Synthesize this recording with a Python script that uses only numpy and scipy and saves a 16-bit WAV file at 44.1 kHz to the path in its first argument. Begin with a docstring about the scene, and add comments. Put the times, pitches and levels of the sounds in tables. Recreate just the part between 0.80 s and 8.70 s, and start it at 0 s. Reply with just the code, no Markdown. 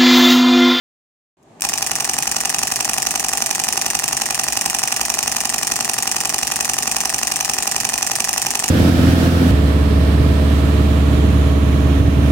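"""Camera shutter burst on a wooden table

A mirrorless camera, held on a table in a small room, fires about eleven frames a second close to a stereo
microphone. Each frame repeats one sequence of blows (curtain, latches, levers) and a short run of the
cocking motor. The blows ring the blades, the body and the table; the room fills the gaps."""
import sys
import numpy as np
from scipy import signal
from scipy.fft import rfft, irfft
from scipy.io import wavfile

SR = 44100
rng = np.random.default_rng(int(sys.argv[2]) if len(sys.argv) > 2 else 0)


def wrap_up_sound(samples):
    """Save the sound to the file named by the first command line argument, as 16-bit audio."""
    columns = np.atleast_2d(samples).T
    # keep every value between -1 and 1, then stretch to whole-number steps
    tamed = np.clip(columns, -1, 1)
    steps = np.round(tamed * 32767).astype(np.int16)
    wavfile.write(sys.argv[1], SR, steps)


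N = 348390
LEFT_LEAD_S = 0.00011  # the camera's sound reaches the left capsule first
FILTER_HZ = np.fft.rfftfreq(4096, 1 / SR)


def gain_of(db):
    """Decibels to amplitude."""
    return 10 ** (np.asarray(db) / 20)


def unit(x):
    """Scales each row to an energy of 1."""
    return x / np.sqrt(np.sum(x ** 2, -1, keepdims=True) + 1e-20)


def curve_at(points, hz):
    """Reads a curve on a log-frequency axis."""
    point_hz, value = np.transpose(points)
    return np.interp(np.log(hz + 1), np.log(point_hz), value)


def add(mix, start_s, sound):
    """Mixes a stereo sound in at its start time."""
    part = mix[:, max(round(start_s * SR), 0):][:, :sound.shape[-1]]
    part += sound[..., :part.shape[-1]]


def minimum_phase(db):
    """The causal stereo response, of mean energy 1, of spectra given on FILTER_HZ."""
    log_gain = np.log(gain_of(np.concatenate([db, db[..., -2:0:-1]], -1)))
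    taps = np.fft.ifft(np.exp(np.conj(signal.hilbert(log_gain)))).real[..., :1024]
    return taps / np.sqrt(np.mean(np.sum(taps ** 2, -1)))


def diffuse_field(samples, alike_hz=900):
    """Noise spectra at two close capsules: alike in the bass, unrelated in the treble."""
    left, other = rfft(rng.standard_normal((2, samples)))
    hz = np.fft.rfftfreq(samples, 1 / SR)
    coherence = 1 / (1 + (hz / alike_hz) ** 2)
    return hz, np.array([left, coherence * left + np.sqrt(1 - coherence ** 2) * other])


def wash(spectrum, level):
    """Noise from all around the microphone, with a given spectrum and level curve."""
    hz, field = diffuse_field(N)
    noise = unit(irfft(field * gain_of(curve_at(spectrum, hz)), N)) * np.sqrt(N)
    return noise * gain_of(np.interp(np.arange(N) / SR, *np.transpose(level)))


# The air of the small room. Each row: frequency in Hz, relative level in dB.
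AIR_SPECTRUM = [(18, -46), (30, -20), (167, -4), (240, -3.5), (404, -5), (538, -15), (629, -5.5),
                (1200, -16), (1370, -24), (1690, -21.5), (5300, -33), (7240, -28), (15000, -52)]
# The fade-in of the sound. Each row: time in seconds, level in dB.
AIR_FADE = [(.567, -140), (.570, -60), (.62, -54), (.69, -48.5), (.78, -45)]

def room_tone():
    """Faint background air; the sound fades in from silence just ahead of the shutter button."""
    return wash(AIR_SPECTRUM, AIR_FADE)


# The table top under the camera. Each row: frequency in Hz, relative level in dB.
RUMBLE_SPECTRUM = [(25, -18), (40, -13), (60, -0.5), (88, -15), (118, -2), (180, -2.5), (250, -3.5),
                   (340, -5), (450, -5), (540, -16), (640, -5.5), (1100, -10), (2000, -19), (5000, -60)]
# Its build-up with the first frames. Each row: time in seconds, level in dB.
RUMBLE_SWELL = [(.6, -140), (.8, -64), (.86, -39), (7.9, -39)]

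def table_rumble():
    """The shaking table top rumbles for as long as the burst runs."""
    return wash(RUMBLE_SPECTRUM, RUMBLE_SWELL)


# The room's decay. Each row: frequency in Hz, time to fall 60 dB in seconds.
ROOM_DECAY = [(100, 0.4), (800, 0.7), (4000, 0.77), (8000, 0.1), (15000, 0.3)]
# The room from close to the camera. Each row: frequency in Hz, level against the direct sound in dB.
ROOM_LEVEL = [(60, -2), (200, -10), (400, -5), (540, -4.5), (800, -13), (1200, -5), (2000, -8.5),
              (3200, -5.5), (4500, -9), (6000, -10.5), (10000, -9.5), (15000, -18)]

def room_tail(nearest_wall_s=.006):
    """Dense reflections that start after the nearest wall and die fastest in the high treble."""
    _, field = diffuse_field(SR // 2)
    hz, t, bands = signal.stft(irfft(field), SR, nperseg=256)
    t60 = curve_at(ROOM_DECAY, hz)[:, None]
    bands = bands * gain_of(curve_at(ROOM_LEVEL, hz)[:, None] - 60 * t / t60)
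    bands *= np.sqrt(2 * np.log(1000) / (t60 * SR))  # a longer decay adds no energy
    tail = np.zeros((2, SR // 2))
    add(tail, nearest_wall_s, signal.istft(bands, SR, nperseg=256)[1])
    return tail


def room_reflections(direct, blend_hz=4.3, tails=3):
    """The room's echo blends among several tails, so repeated clicks ring without a fixed pitch."""
    blend_phase = 2 * np.pi * blend_hz * np.arange(N) / SR
    out = np.zeros((2, N))
    for k in range(tails):
        share = np.abs(np.cos(blend_phase + np.pi * k / tails)) * np.sqrt(2 / tails)
        out += signal.oaconvolve(direct * share, room_tail(), axes=1)[:, :N]
    return out


# The thin metal shutter blades, heard close up. Each row: frequency in Hz, relative level in dB.
BLADE_COLOUR = [(300, -34), (1500, -18.5), (3000, -14.5), (3650, -12), (4300, -9), (5200, -0.5), (6300, -1),
                (7400, -2.5), (9300, -3.5), (10500, -5), (11400, -10.5), (13000, -9.5), (15800, -13.5)]
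# Their resonances and notches. Each row: centre in Hz, width in Hz, height in dB.
BLADE_RESONANCES = [(4483, 80, 6.5), (5640, 120, 3), (5987, 190, 5.5), (7100, 80, -2), (7535, 68, 5.5),
                    (7840, 160, -4), (8260, 160, 5.5), (9140, 170, 5.5), (12300, 150, 8), (13300, 150, 1),
                    (14300, 300, 2.5)]
# Their image at the microphone. Each row: frequency in Hz, left over right in dB.
BLADE_IMAGE = [(1500, -3.5), (2800, -10), (4500, -6), (6000, -2), (7500, 2.5), (9800, -2), (12000, 3.5),
               (15000, 4)]

def blade_ring(pitch_hz, tilt_db, bump_db=4, bump_octaves=0.17):
    """The blades' response; the place that is struck favours one region of pitch."""
    octaves = np.log2((FILTER_HZ + 1) / pitch_hz)
    db = curve_at(BLADE_COLOUR, FILTER_HZ) + tilt_db * np.maximum(octaves, -1)
    db += bump_db * np.exp(-(octaves / bump_octaves) ** 2)
    for hz, width, height in BLADE_RESONANCES:
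        db += height / (1 + (2 * (FILTER_HZ - hz) / width) ** 2)
    return minimum_phase(db + np.array([[.5], [-.5]]) * curve_at(BLADE_IMAGE, FILTER_HZ))


# One run of the motor inside the camera. Each row: time from the curtain's stop in seconds,
# mean pitch in Hz, whine level in dB, gear rasp level in dB.
MOTOR_RUN = [(.011, 948, -58, -50), (.017, 903, -41, -37), (.021, 842, -31.5, -22.5),
             (.026, 747, -28.5, -39), (.030, 696, -42, -41.5), (.037, 671, -39.5, -30.5),
             (.055, 681.6, -51, -32.5), (.068, 679, -45, -30.5), (.082, 674, -46, -39)]

def cocking_motor(frames, pitch_spread=0.0208):
    """The motor's whine sags as it loads the springs; its gears rasp against the blades."""
    times, *columns = np.transpose(MOTOR_RUN)
    t = np.arange(times[0], times[-1], 1 / SR)
    hz, whine_db, rasp_db = (np.interp(t, times, column) for column in columns)
    whine, rasp = np.zeros((2, 2, N))
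    for frame_s, _ in frames:
        speed = 1 + pitch_spread * rng.standard_normal()
        cycles = np.cumsum(hz * speed) / SR - hz * np.array([[0], [LEFT_LEAD_S]])
        add(whine, frame_s + times[0], gain_of(whine_db) * np.sqrt(2) * np.sin(2 * np.pi * cycles))
        add(rasp, frame_s + times[0], gain_of(rasp_db) * rng.standard_normal((2, len(t))))
    return whine + signal.oaconvolve(rasp, blade_ring(pitch_hz=7200, tilt_db=-0.5), axes=1)[:, :N]


# The modes of the wooden table and of the camera's heavier parts. Each row: frequency in Hz,
# time to fall 60 dB in seconds, relative level within the part in dB, left over right in dB.
TABLE_MODES = [(62, 0.14, -8.5, 3), (119.3, 0.11, -0.5, 1), (170, .05, -7, 0), (235, 0.042, 1, 0),
               (350, 0.019, -8.5, 8)]
SHELL_MODES = [(668, 0.041, -13, 1), (799.5, 0.027, 1, 0.76), (893, 0.016, -5.5, 0)]
CHASSIS_MODES = [(1009, 0.014, 1.5, 2), (1156, 0.01, 2, 6), (1364, 0.027, -4, 1)]
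LEVER_MODES = [(1714, 0.011, 0.1, 5), (1872, 0.014, -2.4, -9)]
SPRING_MODES = [(2460, 0.0084, 4, -4), (2717, 0.0071, -5, -11.5)]

def part_rings(rise_s=0.00045):
    """Each struck part rings in dying modes; the air follows the part's velocity."""
    t = np.maximum(np.arange(SR // 5) / SR - np.array([[0], [LEFT_LEAD_S]]), 0)
    rings = []
    for modes in (TABLE_MODES, SHELL_MODES, CHASSIS_MODES, LEVER_MODES, SPRING_MODES):
        ring = 0
        for hz, t60, db, side_db in modes:
            bend = gain_of(-60 * t / t60) * np.sin(2 * np.pi * hz * t) * (1 - np.exp(-t / rise_s))
            ring = ring + gain_of(db + np.array([[.5], [-.5]]) * side_db) * unit(np.diff(bend))
        rings.append(ring / np.sqrt(np.mean(np.sum(ring ** 2, -1))))
    return np.array(rings)


def rattle(decay_s, count, repeat_share=0.69, centre_share=0.46, rise_s=0.00019):
    """Tiny contacts, one cluster a blow: a pattern set by the mechanism plus a part new each time."""
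    t = np.arange(768) / SR
    fade = np.exp(-t / decay_s) * (1 - np.exp(-t / rise_s))
    noise = rng.standard_normal((count + 1, 3, len(t)))
    sides, centre = noise[:, :2], noise[:, 2:]
    contacts = unit((np.sqrt(centre_share) * centre + np.sqrt(1 - centre_share) * sides) * fade)
    pattern = contacts[0]
    for _ in range(4):  # hard contacts hold all pitches evenly
        flattened = irfft(np.exp(1j * np.angle(rfft(pattern))))
        pattern = unit(flattened * fade ** .2)
    contacts = np.sqrt(repeat_share) * pattern + np.sqrt(1 - repeat_share) * contacts[1:]
    contacts[:, 1] = np.roll(contacts[:, 1], round(LEFT_LEAD_S * SR), -1)
    return contacts


def blows(sequence, frames, jitter_s=.00015, uneven_db=0.73, parts_uneven_db=0.94):
    """Each blow rattles the blades and rings the heavier parts, a little differently in every frame."""
    rings = part_rings()
    out = np.zeros((2, N))
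    for delay_s, decay_s, pitch_hz, tilt_db, blades_db, *parts_db in sequence:
        chance = rng.standard_normal((len(frames), 2 + len(rings)))
        knocks = np.tensordot(gain_of(parts_db + parts_uneven_db * chance[:, 2:]), rings, 1)
        contacts = rattle(decay_s, count=len(frames))
        clicks = signal.fftconvolve(contacts, blade_ring(pitch_hz, tilt_db)[None], axes=-1)
        for (frame_s, db), click, knock, (late, hard) in zip(frames, clicks, knocks, chance[:, :2]):
            start_s = frame_s + delay_s + jitter_s * late
            strength = gain_of(db + uneven_db * hard)
            add(out, start_s, strength * gain_of(blades_db) * click)
            add(out, start_s, strength * knock)
    return out


# The button and the first closing, close to the microphone. Each row: start in seconds,
# rattle decay in seconds, blade pitch in Hz, brightness in dB per octave, then the level in dB
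# given to the blades, table, shell, chassis, lever and spring.
START_BLOWS = [ (.6280, .0008, 7400, 1, -39, -50, -50, -50, -50, -50),
               (.6330, .0008, 7400, 3, -40, -50, -49.5, -50, -52, -50),
               (.7980, .0020, 5000, -2, -21, -35.5, -26.5, -30, -32, -24),
               (.8072, 0.0026, 8000, 5, -1, -29, -23, -22, -19, -12),
               (.8198, 0.002, 6460, 2.5, 11, -17, -11, -9, -9, 0),
               (.8295, .0014, 6200, -2, 0, -24, -11, -20, -17, -22),
               (.8388, 0.0021, 7000, -2, 2, -21, -4.5, -4, -7, -14), ]

def button_and_first_closing():
    """The button ticks faintly, then the shutter closes ahead of the burst."""
    return blows(START_BLOWS, frames=[(0.00035, 0)])


# The drive's drift off the beat. Each row: time in seconds, lateness in seconds.
DRIVE_DRIFT = [(0.85, -0.0003), (1.027, -0.0015), (1.735, 0.0104), (2.266, 0.0033), (3.151, 0.00031),
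               (3.682, 0.0024), (3.947, 0.0002), (5.098, -0.0023), (5.452, 0.0028), (5.894, 0.0016),
               (6.248, 0.007), (6.691, 0.0055), (6.868, 0.0068), (7.399, 0.0046), (7.841, -0.00005)]

def drive_frames(first_s=.85, period_s=.0885, full_db=-0.51, soft_start_db=-1.05, settle_s=.35):
    """Each frame's time and strength: the drive runs a little slow or fast, and starts softer."""
    beat = np.arange(first_s, N / SR, period_s)
    curtain_stop_s = beat + np.interp(beat, *np.transpose(DRIVE_DRIFT))
    strength_db = full_db + soft_start_db * np.exp((first_s - beat) / settle_s)
    return np.column_stack([curtain_stop_s, strength_db])


# One frame, close to the microphone. Each row: start in seconds from the curtain's stop,
# rattle decay in seconds, blade pitch in Hz, brightness in dB per octave, then the relative level
# in dB given to the blades, table, shell, chassis, lever and spring.
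FRAME_BLOWS = [ (-.0056, 0.0024, 6060, -2, 3.5, -19.5, -11, -18, -8.5, -10.5),
               (-.0010, 0.0017, 5900, -0.5, 6, -15, -5, -3.5, -4, 1),
               (.0005, 0.00197, 6570, 0.5, 9.5, -14, -6.5, -10, -11.5, -4),
               (.0030, 0.0019, 6400, 0.5, 0.5, -8, -1.5, -12.5, -11.5, -4),
               (.0173, 0.0057, 7200, -0.5, -1, -23, -13.5, -10, -12.5, -14.5),
               (.0390, .0013, 6100, 1.4, 8, -21, -11, -11, -10, -0.5),
               (.0412, 0.0031, 9150, 3, 2, -27, -20, -18, -12.5, -10),
               (.0453, .0015, 7600, -0.2, 6, -14.5, -7.5, -7, -2, -16),
               (.0492, 0.0023, 6660, 0, 1.5, -36, -8.5, -18, -18, -20),
               (.0608, 0.0016, 7600, 1, -12, -28, -18, -29, -19, -26),
               (.0706, 0.0013, 7360, -0.5, -1, -23, -3, -4.5, -6.5, -16), ]

def shutter_burst(frames):
    """In every frame the curtain brakes and slams home, two latches catch and the cocking lever drops."""
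    return blows(FRAME_BLOWS, frames)


def scene():
    """The camera up close, with the room, the table's rumble and the air behind it."""
    frames = drive_frames()
    camera = button_and_first_closing() + shutter_burst(frames) + cocking_motor(frames)
    return camera + room_reflections(camera) + table_rumble() + room_tone()


def record(dry, low_cut_hz=46, band_limit_hz=16000):
    """The microphone's low cut; the sharpest peaks clip; then the band limit."""
    thinned = signal.sosfilt(signal.butter(3, low_cut_hz, "high", fs=SR, output="sos"), dry)
    lowpass = signal.firwin(511, band_limit_hz, window=("kaiser", 9), fs=SR)
    return signal.oaconvolve(np.clip(thinned, -1, 1), lowpass[None], "same")


dry = scene()
out = record(dry)
wrap_up_sound(out)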